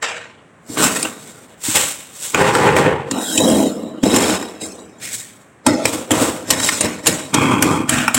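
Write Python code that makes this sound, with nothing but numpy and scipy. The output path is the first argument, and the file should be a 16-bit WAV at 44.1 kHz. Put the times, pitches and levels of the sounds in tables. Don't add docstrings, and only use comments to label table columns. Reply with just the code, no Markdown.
import sys
import numpy as np
from scipy import signal
from scipy.fft import rfft, irfft, next_fast_len
from scipy.io import wavfile
from scipy.ndimage import uniform_filter1d, minimum_filter1d, map_coordinates

SR = 44100
rng = np.random.default_rng(int(sys.argv[2]) if len(sys.argv) > 2 else 0)


def dump(signal):
    limited = np.clip(np.atleast_2d(signal).T, -1, 1)
    pcm = np.round(limited * 32767).astype(np.int16)
    wavfile.write(sys.argv[1], SR, pcm)


N = 360738
THRUM_TOP_HZ, RASP_TOP_HZ, TOP_HZ = 800, 3500, 16000


def amp(db):
    return 10 ** (np.asarray(db) / 20)


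def unit(x):
    return x / np.sqrt(np.mean(x ** 2) + 1e-20)


def along(points, hz):
    f, v = np.transpose(points)
    return np.interp(np.log(hz + 1), np.log(f + 1), v)


def wobble(size, rate):
    knots = rng.standard_normal(int(size * rate / SR) + 4)
    return map_coordinates(knots, [np.arange(size) * rate / SR])


def filtered(x, response):
    m = next_fast_len(len(x) + SR // 4)
    hz = np.fft.rfftfreq(m, 1 / SR)
    return irfft(rfft(x, m) * response(hz), m)[:len(x)]


def shaped_noise(size, gain_db):
    return unit(filtered(rng.standard_normal(size), lambda hz: amp(gain_db(hz))))


def below(hz, edge_hz, order=12):
    return 1 / np.sqrt(1 + (hz / edge_hz) ** order)


def above(hz, edge_hz):
    return np.sqrt(1 - below(hz, edge_hz) ** 2)


def resonances(modes, hz):
    total = 0
    for k, (centre, width, db) in enumerate(modes):
        mode = 1j * hz * width / (centre * centre - hz * hz + 1j * hz * width)
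        total = total + (-1) ** k * amp(db) * mode
    return total


def add(track, s, sound):
    part = track[max(round(s * SR), 0):][:len(sound)]
    part += sound[:len(part)]


# f/Hz, relative density/dB
HUSH_SPECTRUM = [(15, -64), (25, -31.5), (105, -4), (206, -3.5), (641, -10.5), (695, -10.5), (936, -15.5),
                 (1070, -9.5), (1160, -13.5), (1790, -15), (5000, -40), (8140, -28.5), (16000, -67)]


def room_tone(level_db):
    return amp(level_db) * shaped_noise(N, lambda hz: along(HUSH_SPECTRUM, hz))


# f/Hz, t60/s
ROOM_T60 = [(200, 0.26), (2000, 0.18), (10000, 0.057)]


def kitchen(x):
    hz, t, z = signal.stft(rng.standard_normal(SR // 2), SR, nperseg=256)
    decay_db = -60 * t / along(ROOM_T60, hz)[:, None]
    tail = signal.istft(z * amp(decay_db), SR, nperseg=256)[1]
    return signal.fftconvolve(x, tail / np.linalg.norm(tail))[:N]


# f/Hz, width/Hz, relative level/dB
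CABINET_MODES = [(88, 9.8, -19), (114, 22, -9.5), (239, 27, -1), (309, 31.5, 4), (450, 110, -14.5),
                 (600, 59, -8)]


def cabinet(hz):
    return resonances(CABINET_MODES, hz)


# f/Hz, width/Hz, relative level/dB
SPOON_MODES = [(3200, 110, -7), (3860, 60, 1), (5230, 110, -2), (6650, 130, -9), (7200, 300, -5),
               (7680, 200, -4), (10350, 200, -15)]


def spoon_ring(hz):
    return resonances(SPOON_MODES, hz)


def thud(t, push_s):
    push = t / push_s * np.exp(-t / push_s)
    boom = filtered(push, cabinet)
    return boom / np.abs(boom).max()


# t/s, relative peak level/dB
KNOCKS = [(0.696, -16), (0.798, -12), (1.682, -9), (3.419, -7.5), (3.588, -12), (4.04, -13), (5.672, -15),
          (5.704, -4.5)]


def bumps(level_db):
    out, t = np.zeros(N), np.arange(SR // 4) / SR
    for s, db in KNOCKS:
        add(out, s, amp(db + level_db) * thud(t, push_s=0.00085))
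    return out


def fractures(size, per_second, scatter_db):
    happens = rng.random(size) < per_second / SR
    signs = rng.choice([-1, 1], size)
    return unit(happens * signs * amp(scatter_db * rng.standard_normal(size)))


def sliding(x, depth_db, smooth_hz=9000):
    hz, _, z = signal.stft(x, SR, nperseg=512)
    field = uniform_filter1d(rng.standard_normal(z.shape), size=3, axis=0)
    field = uniform_filter1d(field, size=14, axis=1)
    depth = depth_db * below(hz, smooth_hz, order=4)[:, None]
    return signal.istft(z * amp(depth * unit(field)), nperseg=512)[1][:len(x)]


# f/Hz, relative density/dB
CRYSTAL_SPECTRUM = [(1470, -34.5), (2500, -25), (3380, -13), (3660, -10.5), (4950, -10.5), (6650, -7),
                    (7950, 1), (9810, -10.5), (13500, -16), (15000, -15), (16000, -15.5)]


def scrape(surface, ring_db, tilt_db, fine_db, uneven_db, size, cabinet_db=-10):
    grip = amp(1.5 * wobble(size, rate=60) + 1.25 * wobble(size, rate=330))
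    slips = grip * fractures(size, per_second=4000, scatter_db=3.5)
    breaks = sliding(grip * fractures(size, per_second=7500, scatter_db=1.5), uneven_db)

    def thrum_gain(hz):
        hollow = 1 + amp(cabinet_db) * np.abs(cabinet(hz))
        return amp(along(surface, hz)) * hollow * below(hz, THRUM_TOP_HZ)

    def rasp_gain(hz):
        return amp(along(surface, hz)) * above(hz, THRUM_TOP_HZ) * below(hz, RASP_TOP_HZ)

    def hiss_gain(hz):
        tilt = tilt_db * np.log2((hz + 1) / RASP_TOP_HZ)
        finest = fine_db * above(hz, 9100) ** 2
        return amp(along(CRYSTAL_SPECTRUM, hz) + tilt + finest) * above(hz, RASP_TOP_HZ)

    thrum = filtered(slips, thrum_gain)
    rasp = filtered(breaks, rasp_gain)
    hiss = filtered(breaks, hiss_gain)
    ring = filtered(breaks, spoon_ring)
    ring = map_coordinates(ring, [np.cumsum(1 + 0.00491 * wobble(size, rate=14))])
    crunch = unit(hiss) + amp(ring_db) * unit(ring)
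    return np.array([unit(thrum), unit(rasp), unit(crunch)])


RISE_DB = 15.5
THRUM_RELEASE_DB_PER_S, RASP_RELEASE_DB_PER_S, CRUNCH_RELEASE_DB_PER_S = 63, 72.5, 94.5
LIFT_DB, LIFT_S = 4, 0.084
# thrum and rasp/dB, crunch/dB
PUSHES = [(0.027, 0.0073, 0.16, -30, -21, -27.5, -11.5, -15.5),
          (0.694, 0.032, 0.058, -37.5, -46, -37, 4, 6), (0.776, 0.014, 0.064, -20, -19.5, -19.5, 3, 6),
          (0.917, 0.025, 0.097, -27.5, -27.5, -25.5, -1.5, 1.5),
          (1.23, 0.094, 0.32, -45.5, -48.5, -39, -5, -16.5),
          (1.65, 0.032, 0.085, -42.5, -32, -21, 4.5, 2.5),
          (1.755, 0.012, 0.15, -21, -15.5, -13.5, -15.5, -10),
          (2.253, 0.098, 0.077, -43, -35.5, -23.5, -6, -7.5),
          (2.344, 0.0082, 0.12, -19.5, -19, -30.5, 5.5, 4.5),
          (2.536, 0.013, 0.14, -19, -19.5, -26.5, 7, -3), (2.766, 0.017, 0.11, -14, -17.5, -24, 1, -14),
          (3.119, 0.014, 0.062, -23, -30, -30, 0, -22), (3.22, 0.083, 0.15, -32, -31.5, -25.5, 3.5, 6.5),
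          (3.401, 0.054, 0.21, -13, -28, -23.5, 2.5, 1), (3.845, 0.2, 0.12, -30.5, -42.5, -59, -2, -3),
          (4.033, 0.0042, 0.077, -9.5, -24, -23.5, -7.5, -4),
          (4.142, 0.059, 0.16, -15.5, -20, -20, -1, 0.5),
          (4.617, 0.012, 0.026, -29, -34.5, -26, -2.5, -2.5),
          (4.746, 0.034, 0.25, -37, -48.5, -51.5, -11, -7),
          (5.029, 0.022, 0.018, -39.5, -30.5, -26.5, -2, 1),
          (5.135, 0.043, 0.034, -44, -37.5, -26, -1, -1.5),
          (5.67, 0.012, 0.14, -12.5, -20.5, -25, -8, -12.5), (5.856, 0.035, 0.1, -26, -30, -25, 0, -3.5),
          (6.109, 0.0066, 0.12, -16, -21, -27, 1, 8.5), (6.515, 0.032, 0.017, -18, -22.5, -18, -1.5, -5),
          (6.642, 0.07, 0.1, -27.5, -25.5, -17, -1.5, -3.5),
          (6.809, 0.013, 0.028, -22, -27, -19.5, 2.5, -4.5),
          (7.078, 0.031, 0.18, -19.5, -24, -19.5, -13, -16.5),
          (7.346, 0.015, 0.19, -13.5, -16, -26.5, -1, -4.5), (7.621, 0.025, 0.14, -15, -21.5, -27, -1, -6),
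          (7.894, 0.011, 0.1, -21, -20.5, -22.5, 2, -1.5), (8.149, 0.012, 0.031, -21, -22, -20.5, 3.5, 1.5)]


def drag():
    power = np.zeros((3, N))
    release = np.array([[THRUM_RELEASE_DB_PER_S], [RASP_RELEASE_DB_PER_S], [CRUNCH_RELEASE_DB_PER_S]])
    for s, rise, push, thrum_db, rasp_db, crunch_db, press_db, crumble_db in PUSHES:
        near = slice(max(round(s * SR) - SR // 2, 0), round(s * SR) + SR)
        t = np.arange(N)[near] / SR - s
        done = np.clip(t / push, 0, 1)
        held_db = np.array([thrum_db + press_db * done, rasp_db + press_db * done,
                            crunch_db + crumble_db * done])
        dig_db = RISE_DB * np.minimum(t, 0) / rise
        after = np.maximum(t - push, 0)
        fall_db = LIFT_DB * np.minimum(after / LIFT_S, 1) ** 2 + release * after
        power[:, near] += amp(held_db + dig_db - fall_db) ** 2
    return np.sqrt(power)


# f/Hz, relative density/dB
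SHELF_FLOOR = [(41, -42), (70, -15), (184, -28), (262, -14.5), (362, -14), (482, 3.5), (621, -1),
               (1140, -6), (1930, -2.5), (4000, -12), (5200, -49), (8800, -120)]
PACKED_SNOW = [(35, -53), (60, -23), (245, -0.5), (354, -9.5), (437, -2.5), (503, -8.5), (852, -10),
               (1090, -7.5), (1370, -6.5), (1470, -5), (1660, -8), (2450, -12.5), (4000, -16.5),
               (5200, -33), (8800, -120)]
LOOSE_SNOW = [(35, -35.5), (60, -12.5), (503, -7.5), (549, -1.5), (600, -6.5), (715, -12), (780, -4.5),
              (4000, -2), (5200, -22), (8800, -120)]
BIN = [(35, -38), (60, -18), (91, -5.5), (172, -2.5), (216, -9.5), (367, -0.5), (407, 4), (512, 1.5),
       (579, -5.5), (702, -11.5), (808, -5), (1280, -15.5), (1500, -14), (1950, -16.5), (4000, -32.5),
       (5200, -33), (8800, -120)]
ROOF_FRONT = [(35, -60), (60, -20), (139, -18.5), (202, 1), (232, 2), (319, -0.5), (360, -8), (503, -4),
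              (621, -5.5), (808, -15), (1030, -15), (2280, -29.5), (3180, -24), (3480, -31), (4000, -15.5),
              (5200, -67), (8800, -120)]
ROOF_BACK = [(35, -43), (60, -39), (81, -6), (144, -16.5), (188, 2), (240, 1.5), (373, 1.5), (569, -3),
             (767, -5), (837, -7), (2280, -16), (2580, -15), (3480, -23.5), (4000, -31), (5200, -63),
             (8800, -120)]
FRINGE = [(35, -40), (100, -6), (300, -10), (600, -12), (1100, -15), (1550, -6), (2200, -2.5), (2800, -7.5),
          (4000, -6), (5200, -32)]
SHELF_TOP = [(35, -57), (60, -29), (113, -18), (155, -16), (245, 3), (393, -7.5), (610, -2.5), (767, -27),
             (837, -13), (1070, -34), (1300, -15.5), (1660, -36), (1880, -27), (2490, -40), (4000, -44),
             (5200, -58), (8800, -120)]
SHELF_FACE = [(35, -46), (60, -21), (102, -5), (150, -10), (282, 0), (422, -6), (461, 0), (740, -8),
              (1210, -12), (1300, -9), (1520, -14.5), (1880, -17.5), (3300, -20), (4000, -26), (5200, -52),
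              (8800, -120)]
SHELF_LIP = [(35, -47), (60, -15), (105, -2), (144, -4), (282, 2), (386, -5), (453, 0), (494, -4),
             (600, -0.5), (715, -8.5), (1070, -1), (1190, -7), (1300, -5), (1910, -4.5), (4000, -15),
             (5200, -42), (8800, -120)]
HARD_ICE = [(35, -47), (60, -26.5), (115, -7), (200, -8.5), (270, 1), (380, -10.5), (560, -15),
            (690, -19.5), (900, -8.5), (1150, -4.5), (1380, -10.5), (1850, -24.5), (2450, -12), (2900, -31),
            (3250, -16), (3700, -44), (5200, -55)]
ICE_CORNER = [(35, -47), (60, -13), (109, -4.5), (209, -7.5), (245, 4.5), (277, -5.5), (313, -5),
              (429, -19), (678, -8), (981, -16.5), (1050, -12.5), (1750, -7), (2050, -18.5), (2400, -11.5),
              (4000, -23), (5200, -57), (8800, -120)]
# start t/s, surface, ring re hiss/dB, crunch tilt/(dB/octave),
#   finest crystals/dB, unevenness of colour/dB
PLACES = [(0, SHELF_FLOOR, -17.5, -7.5, -13, 3), (0.6, PACKED_SNOW, -25, -1, -0.5, 2),
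          (1.5, LOOSE_SNOW, -34.5, 2.5, -3.5, -0.5), (2.33, BIN, -26, -6, 1, 1),
          (3.1, ROOF_FRONT, -1.5, 2.5, -1.5, 5), (4.032, ROOF_BACK, -1, -7, 5.5, 1.5),
          (4.606, ROOF_BACK, -4.5, 3.5, -10.5, 6), (5.0, FRINGE, -32, 1, -2.5, 2),
          (5.6, SHELF_TOP, -5, -11, 3, 4.5), (5.85, SHELF_FACE, -19, -2.5, 1, -0.5),
          (6.45, SHELF_LIP, -6.5, -3.5, -0.5, 2.5), (7.32, HARD_ICE, -16.5, -4, -0.5, 2),
          (7.88, ICE_CORNER, -12, 1, -6, -0.5)]


def scraping(thrum_db, rasp_db, crunch_db):
    edges = [0] + [round(place[0] * SR) for place in PLACES[1:]] + [N]
    parts = [scrape(*place[1:], size=b - a) for place, a, b in zip(PLACES, edges, edges[1:])]
    return amp([thrum_db, rasp_db, crunch_db]) @ (drag() * np.hstack(parts))


def colour(depth_db, count):
    return [(hz, depth_db * rng.standard_normal()) for hz in np.geomspace(THRUM_TOP_HZ, TOP_HZ, count)]


# f/Hz, relative density/dB
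CRACK_SPECTRUM = [(1200, -35), (2600, 0.5), (4000, -0.5), (6300, -2), (8200, 8.5), (9800, -9.5),
                  (11500, -22)]
FIZZ_SPECTRUM = [(7500, -13.5), (10000, 5.5), (15500, -11.5)]
CLACK_SPECTRUM = [(250, -18.5), (700, -5), (1600, -3), (2500, -8.5), (4500, -29.5)]
# t/s, relative jab level/dB, then trims of fizz, clack, thud/dB, burst length/s
BITES = [(0.0257, -11.5, -37, 1.5, -28, 0.0024), (0.7716, -29, -18, 12, -9, 0.0054),
         (1.0275, 0.5, -29.5, -30, -21, 0.0041), (1.049, -19.5, -26, 4.5, 0, 0.01),
         (2.3453, -5.5, -28, 6, -8, 0.0037), (2.5505, -3, -26, -0.5, -10.5, 0.0041),
         (2.765, -11.5, -29, 9, -6, 0.0054), (3.1105, -7.5, -22, -12, -5, 0.0066),
         (3.3756, -1, -27, -37, -8.5, 0.011), (3.4989, -7, -23, -16.5, -2, 0.0047),
         (4.0348, -16, -20, 0.5, 8, 0.0024), (4.1614, -2, -17, -15, -5, 0.0094),
         (4.425, -20.5, -23.5, 2, -12, 0.0059), (4.6168, -16.5, -28, -24.5, -7, 0.0053),
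         (5.664, 1.5, -20, -9, -5, 0.0069), (5.8538, 4, -23.5, -8, -18, 0.0045),
         (6.107, -4.5, -31, -2.5, -3, 0.0045), (6.1144, -2.5, -14, -10.5, -10, 0.0069),
         (6.5034, 3, -14.5, -13.5, -29, 0.0092), (6.6, -8.5, -17, -6.5, -10, 0.005),
         (6.6883, -3.5, -18, -3.5, -28, 0.0067), (6.808, 2.5, -17.5, -18, -24, 0.0074),
         (7.0597, -10.5, -15.5, -7.5, -27, 0.0055), (7.0678, 4.5, -13, -18, -24, 0.01),
         (7.3411, -1.5, -18, -10, -10, 0.0087), (7.624, 5.5, -9, -9, -16, 0.0044),
         (7.8925, 1.5, -11.5, -20, -30, 0.0067), (8.079, -10.5, -30, 8.5, -13, 0.0053),
         (8.144, -1, -7.5, -15.5, -17, 0.0099)]


def jabs(crack_db, fizz_db, clack_db, thud_db, ring_db, colour_db, thud_lag_s):
    out, t = np.zeros(N), np.arange(SR // 4) / SR
    for s, db, fizz_rel, clack_rel, thud_rel, length in BITES:
        attack = 1 - np.exp(-t / 0.00076)
        crumbs = 0.13 * np.exp(-t / 0.018)
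        burst = attack * (np.exp(-(t / length) ** 2) + crumbs)
        chip = colour(colour_db, count=32)

        def noise(spectrum):
            return shaped_noise(len(t), lambda hz: along(spectrum, hz) + along(chip, hz))

        crack = amp(crack_db) * burst * noise(CRACK_SPECTRUM)
        fizz = amp(fizz_db + fizz_rel) * burst * noise(FIZZ_SPECTRUM)
        clack = amp(clack_db + clack_rel) * burst * noise(CLACK_SPECTRUM)
        ring = amp(ring_db) * filtered(crack, spoon_ring)
        add(out, s, amp(db) * (crack + fizz + clack + ring))
        add(out, s + thud_lag_s, amp(db + thud_db + thud_rel) * thud(t, push_s=0.00046))
    return out


def scene():
    hush = room_tone(level_db=-47.5)
    spoon = bumps(level_db=-5.0) + scraping(thrum_db=-1.0, rasp_db=-1, crunch_db=-0.5)
    spoon = spoon + jabs(crack_db=-9, fizz_db=-2.5, clack_db=-2, thud_db=-1, ring_db=-2.5,
                         colour_db=5.5, thud_lag_s=0.00486)
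    mono = spoon + amp(-13) * kitchen(spoon) + hush
    return np.array([mono, mono])


def record(dry, ceiling=1.0):
    heard = filtered(dry.mean(axis=0), lambda hz: 1j * hz / (1j * hz + 45))
    needed = np.minimum(1, ceiling / (np.abs(heard) + 1e-9))
    gain = uniform_filter1d(minimum_filter1d(needed, size=15), size=15)
    return np.tile(filtered(heard * gain, lambda hz: hz < TOP_HZ), (2, 1))


dry = scene()
out = record(dry)
dump(out)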